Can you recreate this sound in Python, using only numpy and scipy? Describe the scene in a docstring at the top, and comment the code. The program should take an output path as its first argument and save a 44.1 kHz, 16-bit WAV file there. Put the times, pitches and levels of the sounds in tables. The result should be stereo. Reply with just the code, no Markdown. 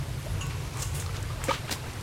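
"""Water buffaloes wade and feed in a flooded field. From the start: low rumble, open-air hiss, a fine fizz
and small bubbles lapping at their legs. Wind puffs on the microphone's ports, a faint whistle passes,
drops and stalks snap and gentle waves wash in. A small piece of metal clinks close by, the microphone
takes a light knock, and wet grass swishes over two softer clinks. At about 1.5 s one animal plunges:
pockets of air ring in a double gulp, the water sloshes, and a spray is thrown."""
import sys
import numpy as np
from scipy import signal
from scipy.fft import rfft, irfft, next_fast_len
from scipy.io import wavfile
from scipy.ndimage import uniform_filter1d, map_coordinates

SR = 44100
rng = np.random.default_rng(int(sys.argv[2]) if len(sys.argv) > 2 else 0)


def transcribe(u):
    """Save the signal u as a 16-bit wav file named by the first command-line argument.

    u: samples, shape (n,) or (channels, n), limited to [-1, 1]; the rate is SR.
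    q: integer samples, one column per channel.
    """
    v = np.clip(np.atleast_2d(u).T, -1, 1)
    q = np.round(v * 32767).astype(np.int16)
    wavfile.write(sys.argv[1], SR, q)


N = 89478


def amp(db):
    """Decibels to gain."""
    return 10 ** (np.asarray(db) / 20)


def unit(x):
    """Scale to rms 1."""
    return x / np.sqrt(np.mean(x ** 2) + 1e-20)


def along(points, hz):
    """Read a curve of (f/Hz, value) points on a log frequency axis."""
    f, values = np.transpose(points)
    return np.interp(np.log(hz + 1), np.log(f + 1), values)


def automation(rows):
    """One value per sample for each column after the time."""
    times, *columns = np.transpose(rows)
    return [np.interp(np.arange(N) / SR, times, column) for column in columns]


def wobble(rate):
    """A smooth random modulator, rate knots a second."""
    return map_coordinates(rng.standard_normal(2000), [np.arange(N) * rate / SR], mode="wrap")


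def eq(x, response):
    """Filter x by a gain that depends on frequency."""
    size = next_fast_len(N + SR // 2)
    return irfft(rfft(x, size) * response(np.fft.rfftfreq(size, 1 / SR)), size)[..., :N]


def add(out, s, x):
    """Mix x into out from time s."""
    i = max(round(s * SR), 0)
    out[..., i:i + x.shape[-1]] += x[..., :max(N - i, 0)]


def stereo(pair, colour, image):
    """Two unrelated signals become left and right with a given EQ and correlation, rms 1."""
    def mid_side(hz):
        width = np.arccos(np.clip(along(image, hz), -1, 1)) / 2
        return amp(along(colour, hz)) * [np.cos(width), np.sin(width)]
    mid, side = eq(pair, mid_side)
    return unit(np.array([mid + side, mid - side]))


def patchy(depth_db):
    """Two noises with small random patches of gain in time and frequency."""
    spectra = signal.stft(rng.standard_normal((2, N)), nperseg=256)[2]
    patches = rng.standard_normal(spectra.shape[1:])
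    patches = uniform_filter1d(uniform_filter1d(patches, 4, axis=0), 8, axis=1)
    return signal.istft(spectra * amp(depth_db * unit(patches)), nperseg=256)[1][:, :N]


def crackle(per_s, share):
    """Two noises with a share of their power in tiny separate ticks."""
    hits = (rng.random(N) < per_s / SR) * rng.standard_normal((2, N))
    return np.sqrt(share) * unit(hits) + np.sqrt(1 - share) * rng.standard_normal((2, N))


def envelope(rows):
    """Attack, hold and decay of each cue, summed in power."""
    t = np.arange(N) / SR
    cues = []
    for s, attack, hold, t60, db in rows:
        decay_db = 60 * np.maximum(t - s - attack - hold, 0) / t60
        cues.append(np.clip((t - s) / attack, 0, 1) * amp(db - decay_db))
    return np.linalg.norm(cues, axis=0)


RUMBLE_FADER = [(0.0, -28.5), (0.05, -37.5), (0.11, -29.5), (0.22, -38.5), (0.33, -31.5), (0.68, -34),
                (0.69, -37.5), (0.89, -32), (1.44, -34.5), (1.48, -37), (1.98, -39), (2.0, -38)]  # level ride: t/s, level/dB
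RUMBLE_EQ = [(18, -44), (32, -35), (43, 0.5), (70, -2.5), (95, 3), (138, 0), (158, -4), (185, -20.5),
             (260, -49), (500, -77)]  # bass weight: f/Hz, level/dB
RUMBLE_IMAGE = [(30, .98), (80, .92), (160, .85)]  # nearly mono: f/Hz, L-R correlation
def rumble():
    """A bed of low noise, levelled and then ridden by the fader."""
    level_db, = automation(RUMBLE_FADER)
    low = stereo(rng.standard_normal((2, N)), RUMBLE_EQ, RUMBLE_IMAGE)
    power = uniform_filter1d(np.mean(low ** 2, axis=0), size=5000)
    return amp(level_db) * low / np.sqrt(np.abs(power))


AIR_MID_EQ = [(100, 2), (200, -1), (350, -1), (650, -6.5), (1150, -9), (1600, -12.5), (2300, -11),
              (4000, -14), (9000, -20), (12000, -22.5), (15800, -35.5)]  # hiss in the centre: f/Hz, level/dB
AIR_SIDE_EQ = [(25, -28), (80, -20), (200, -3), (330, -2), (650, -7), (1300, -15.5), (3000, -19.5),
               (8000, -19.5), (12000, -26), (15800, -35)]  # hiss at the sides: f/Hz, level/dB
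def open_air(mid_db=-42.5, side_db=-43.5):
    """The wide, slightly restless hiss of the field."""
    mid, side = patchy(depth_db=1.07)
    mid = amp(mid_db) * unit(eq(mid, lambda hz: amp(along(AIR_MID_EQ, hz))))
    side = amp(side_db) * unit(eq(side, lambda hz: amp(along(AIR_SIDE_EQ, hz))))
    return np.array([mid + side, mid - side])


FIZZ_EQ = [(500, -11), (1800, 0), (4000, -2.5), (8000, -5), (12000, -11), (15800, -17)]  # fine grain: f/Hz, level/dB
WET_IMAGE = [(200, 0.7), (1000, 0.97), (3500, 1), (6000, 0.53), (14000, .25)]  # fizz and wet noises, wide on top: f/Hz, L-R correlation
def fine_fizz(level_db=-56):
    """A faint, fine fizz of tiny background ticks."""
    return amp(level_db) * stereo(crackle(per_s=420, share=1), FIZZ_EQ, WET_IMAGE)


def bubble(hz, swell, rise):
    """A bubble swells, rings and dies; its pitch climbs by the fraction rise per swell time."""
    t = np.arange(int(8 * swell * SR) + 2) / SR
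    age = t / swell
    return age ** 2 * np.exp(2 * (1 - age)) * np.sin(2 * np.pi * hz * t * (1 + rise * age / 2))


LAP_FADER = [(0, -56.5), (.4, -48.5), (.8, -72), (1.1, -50.5), (1.45, -47), (1.65, -48.5), (1.88, -48),
             (2.03, -48.5)]  # level ride: t/s, level/dB
def lapping(per_s=700, centre_hz=1448, pitch_spread=0.6, pan_spread=0.14, swell_cycles=5.25):
    """Many small bubbles ring around the legs of the herd."""
    out = np.zeros((2, N))
    for _ in range(int(per_s * N / SR)):
        hz = centre_hz * np.exp(pitch_spread * np.clip(rng.standard_normal(), -2, 2))
        gain = amp(-2.5 * np.log(max(rng.random(), 0.03)))  # a few stand out
        pan = pan_spread * rng.standard_normal()
        ring = gain * bubble(hz, swell_cycles / hz, rise=0.032)
        add(out, rng.random() * N / SR, np.outer([1 + pan, 1 - pan], ring))
    level_db, = automation(LAP_FADER)
    return amp(level_db) * unit(out)


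PUFF_CUES = [(.04, 0.023, .03, 0.19, -33.5), (.15, 0.011, 0.024, 0.57, -34.5),
             (.29, 0.017, 0.05, 0.35, -31)]  # gusts: t/s, attack/s, hold/s, t60/s, level/dB
PUFF_EQ = [(25, -34), (55, -12), (100, 0), (170, -6), (300, -25), (700, -60)]  # low thud: f/Hz, level/dB
def wind():
    """Wind buffets the microphone's ports, largely out of phase."""
    return envelope(PUFF_CUES) * stereo(rng.standard_normal((2, N)), PUFF_EQ, [(100, -0.67)])


WHISTLE_GLIDE = [(.13, 9500, -74), (.19, 10300, -60), (.25, 10850, -59), (.33, 10520, -56),
                 (.39, 10150, -62), (.45, 9600, -74)]  # lower tone: t/s, f/Hz, level/dB
def whistle(upper_ratio=1.197, upper_db=-2, waver_hz=110, flicker_db=3.5):
    """Two thin, wavering high tones rise and fall together, each flickering."""
    hz, level_db = automation(WHISTLE_GLIDE)

    def tone(ratio):
        flicker = amp(flicker_db * wobble(65.4))
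        pitch = ratio * hz + waver_hz * wobble(400)
        return flicker * np.sin(2 * np.pi * np.cumsum(pitch) / SR)
    return amp(level_db) * (tone(1) + amp(upper_db) * tone(upper_ratio))


SNAP_CUES = [(0.257, -33, 7200, .3), (.467, -28.5, 8100, .3), (.772, -26, 8350, .3),
             (1.0005, -21.5, 7400, 0.52), (1.024, -22, 1420, 0.38), (1.063, -26, 4300, .6),
             (1.168, -25, 3750, 0.96), (1.228, -28, 7350, .2), (1.4406, -14.5, 7500, -0.48),
             (1.439, -22, 2240, .8), (1.6949, -14, 1190, 1), (1.7139, -16, 3050, 0.97),
             (1.726, -16.5, 4200, 0.52), (1.935, -31, 7000, .4), (2.01, -32, 6000, .5)]  # ticks: t/s, level/dB, f/Hz, L-R correlation
def snaps(t60=0.01, width_octaves=0.45):
    """Drops land and stalks snap: a few milliseconds of noise around one pitch."""
    out, t = np.zeros((2, N)), np.arange(2048) / SR
    f = np.fft.rfftfreq(len(t), 1 / SR) + 1
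    for s, db, hz, correlation in SNAP_CUES:
        band = 1 / (1 + (np.log2(f / hz) / width_octaves) ** 2)
        mid, side = irfft(rfft(rng.standard_normal((2, len(t)))) * band)
        width = np.arccos(correlation) / 2
        pair = unit(np.cos(width) * mid + np.outer([1, -1], np.sin(width) * side))
        add(out, s, pair * amp(db - 60 * t / t60) / 2)
    return out


GULP_CUES = [(.259, 550, -36, 0.0078, 0.09), (1.062, 1180, -33, 0.0026, 0.03),
             (1.09, 1200, -39.5, 0.0049, 0.06), (1.299, 1128, -37.5, 0.0067, .04),
             (1.402, 930, -40.5, .003, 0.12), (1.416, 1380, -40, 0.0024, 0.12),
             (1.482, 260, -25.5, 0.0059, 0.05), (1.4835, 483, -21, 0.0081, 0.07),
             (1.490, 2173, -26.5, 0.0036, 0.03), (1.49, 1210, -26, 0.0064, .02),
             (1.5055, 857, -20.5, 0.0046, 0.06), (1.5094, 1165, -23.5, 0.00474, .04),
             (1.508, 2980, -32, 0.0022, 0), (1.644, 1950, -42.5, 0.003, 0.05),
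             (1.757, 953, -40, 0.0057, 0.06), (1.853, 750, -42, 0.0068, 0), (1.894, 720, -38, 0.0017, .05)]  # single bubbles: t/s, f/Hz, level/dB, swell/s, pitch rise/fraction
def gulps(roughness=0.35):
    """Larger pockets of air close one by one, their ring shaken by the churning water."""
    out = np.zeros(N)
    for s, hz, db, swell, rise in GULP_CUES:
        add(out, s, amp(db) * bubble(hz, swell, rise))
    return out * (1 + roughness * wobble(500))


WASH_CUES = [(.29, 0.033, 0.21, 0.29, -51), (.49, 0.023, 0.17, 0.51, -48), (.63, 0.0089, 0.039, 0.24, -50),
             (.72, 0.017, .08, 0.39, -42.5), (.93, 0.0078, 0.097, 0.24, -43.5),
             (1.12, .03, 0.014, 0.23, -40.5), (1.285, 0.019, 0.023, 0.18, -48),
             (1.385, 0.044, 0.09, 0.26, -42), (1.83, 0.018, 0.063, 0.11, -47)]  # waves: t/s, attack/s, hold/s, t60/s, level/dB
WASH_EQ = [(200, -9), (450, 3.5), (700, -7.5), (950, 1.5), (1300, -3), (1600, -9.5), (2300, -4.5),
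           (3500, -13.5), (6000, -11.5), (15800, -29)]  # hollow mids: f/Hz, level/dB
def wash():
    """Gentle waves wash round the legs in soft swells of mottled noise."""
    return envelope(WASH_CUES) * stereo(patchy(depth_db=2.5), WASH_EQ, WET_IMAGE)


CLINK_CUES = [(0.4101, -34), (.83, -42), (0.951, -46)]  # hits: t/s, level/dB
METAL_MODES = [(1111, -8, 0.79, 0.33), (1496, -13, 1, 0.49), (2685, -10, 1, 1.4), (2816, 0.5, .14, 0.86),
               (5950, -9, .13, 1.6), (6743, 1.5, 0.26, 2.35), (7625, -7.5, 0.43, 2.1),
               (10000, -9.5, 0.14, 1.6)]  # partials: f/Hz, level/dB, t60/s, left phase lead/rad
def metal(rattle_db=-3.5, rattle_t60=0.14):
    """A small piece of metal rattles briefly and rings, off to one side."""
    out, t = np.zeros((2, N)), np.arange(SR // 2) / SR
    for s, hit_db in CLINK_CUES:
        for hz, mode_db, t60, lead in METAL_MODES:
            phase = 2 * np.pi * (hz * t + rng.random()) + np.array([[lead], [-lead]]) / 2
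            ring = amp(-60 * t / t60) * np.sin(phase)
            rattle = amp(rattle_db - 60 * t / rattle_t60) * wobble(690)[:len(t)] * np.cos(phase)
            add(out, s, amp(hit_db + mode_db) * (ring + rattle))
    return out


BUMP_CUES = [(.506, 0.00082, 0.0034, 0.04, -30.5)]  # knock: t/s, attack/s, hold/s, t60/s, level/dB
BUMP_EQ = [(200, -7), (700, -2), (1500, 6), (3000, -1), (6000, -11), (15000, -36)]  # midrange click: f/Hz, level/dB
def bump():
    """A light knock on the microphone's body pushes the two ports in opposite ways."""
    return envelope(BUMP_CUES) * stereo(rng.standard_normal((2, N)), BUMP_EQ, [(1000, -0.63)])


SWISH_CUES = [(0.77, 0.031, 0.023, 0.51, -38.5, 7500), (0.819, 0.0045, 0.0045, 0.038, -28.5, 7000),
              (0.94, 0.01, 0.022, .16, -38.5, 9440), (0.995, 0.0024, 0.0042, 0.2, -37.5, 7600),
              (1.438, .002, .004, 0.17, -37.5, 8700), (1.486, 0.014, .05, 0.07, -45, 6900)]  # swishes: t/s, attack/s, hold/s, t60/s, level/dB, centre f/Hz
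SWISH_EQ = [(.08, -11), (.28, -10.5), (.65, -9), (.85, -0.5), (1, 0), (1.2, -3), (1.549, -11), (2.2, -17)]  # bright peak: f/centre, level/dB
def grass():
    """Each swish of wet blades is a grainy hiss with its own brightness."""
    out = np.zeros((2, N))
    for *cue, hz in SWISH_CUES:
        colour = [(multiple * hz, db) for multiple, db in SWISH_EQ]
        out += envelope([cue]) * stereo(crackle(per_s=2700, share=0.3), colour, WET_IMAGE)
    return out


SLOSH_CUES = [(1.15, 0.013, .004, 0.17, -44.5), (1.480, 0.003, 0.024, 0.098, -34),
              (1.507, 0.0023, .006, .06, -33.5), (1.522, 0.0072, 0.019, 0.21, -34),
              (1.674, 0.0084, 0.014, .1, -40)]  # surges: t/s, attack/s, hold/s, t60/s, level/dB
SLOSH_EQ = [(100, -17), (250, -2), (700, -11), (1200, -0.5), (3400, -1), (5000, -9.5), (9000, -19),
            (15800, -30)]  # body and splash: f/Hz, level/dB
def slosh():
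    """Water sloshes in short showers of tiny impacts."""
    return envelope(SLOSH_CUES) * stereo(crackle(per_s=4000, share=0.37), SLOSH_EQ, WET_IMAGE)


SPRAY_CUES = [(1.704, .008, 0.015, 0.14, -29)]  # throw: t/s, attack/s, hold/s, t60/s, level/dB
SPRAY_EQ = [(80, -31), (220, 8), (500, -1.5), (1500, -5.5), (3800, -3.5), (7000, -6), (11000, -8),
            (15800, -17)]  # low slap, open top: f/Hz, level/dB
def spray():
    """Thrown water lands in one dense patter."""
    return envelope(SPRAY_CUES) * stereo(crackle(per_s=3500, share=0.42), SPRAY_EQ, WET_IMAGE)


def bank_scatter(x, return_db=-14, t60=0.18, predelay_s=0.0056):
    """A short, weak reverb off the water and the bushes on the bank."""
    t = np.arange(SR // 3) / SR
    fade_in = np.clip(t / predelay_s - 1, 0, 1)
    tail = rng.standard_normal((2, len(t))) * amp(-60 * t / t60) * fade_in
    return amp(return_db) * signal.fftconvolve(x, tail / np.linalg.norm(tail[0]), axes=1)[:, :N]


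BALANCE = [(90, 0.1), (250, -1.8), (1500, -0.2), (3500, -0.2), (7000, 2.5), (15000, 2.5)]  # stereo tilt: f/Hz, left minus right level/dB
def scene():
    """The mix: only the wet bus feeds the reverb, and the treble leans left."""
    wet = fine_fizz() + lapping() + snaps() + gulps() + wash() + grass() + slosh() + spray()
    mix = rumble() + open_air() + wind() + whistle() + metal() + bump() + wet + bank_scatter(wet)
    return eq(mix, lambda hz: amp(np.outer([0.5, -0.5], along(BALANCE, hz))))


def record(dry, top_hz=15850):
    """A brick-wall low-pass on the master."""
    return eq(dry, lambda hz: hz < top_hz)


dry = scene()
out = record(dry)
transcribe(out)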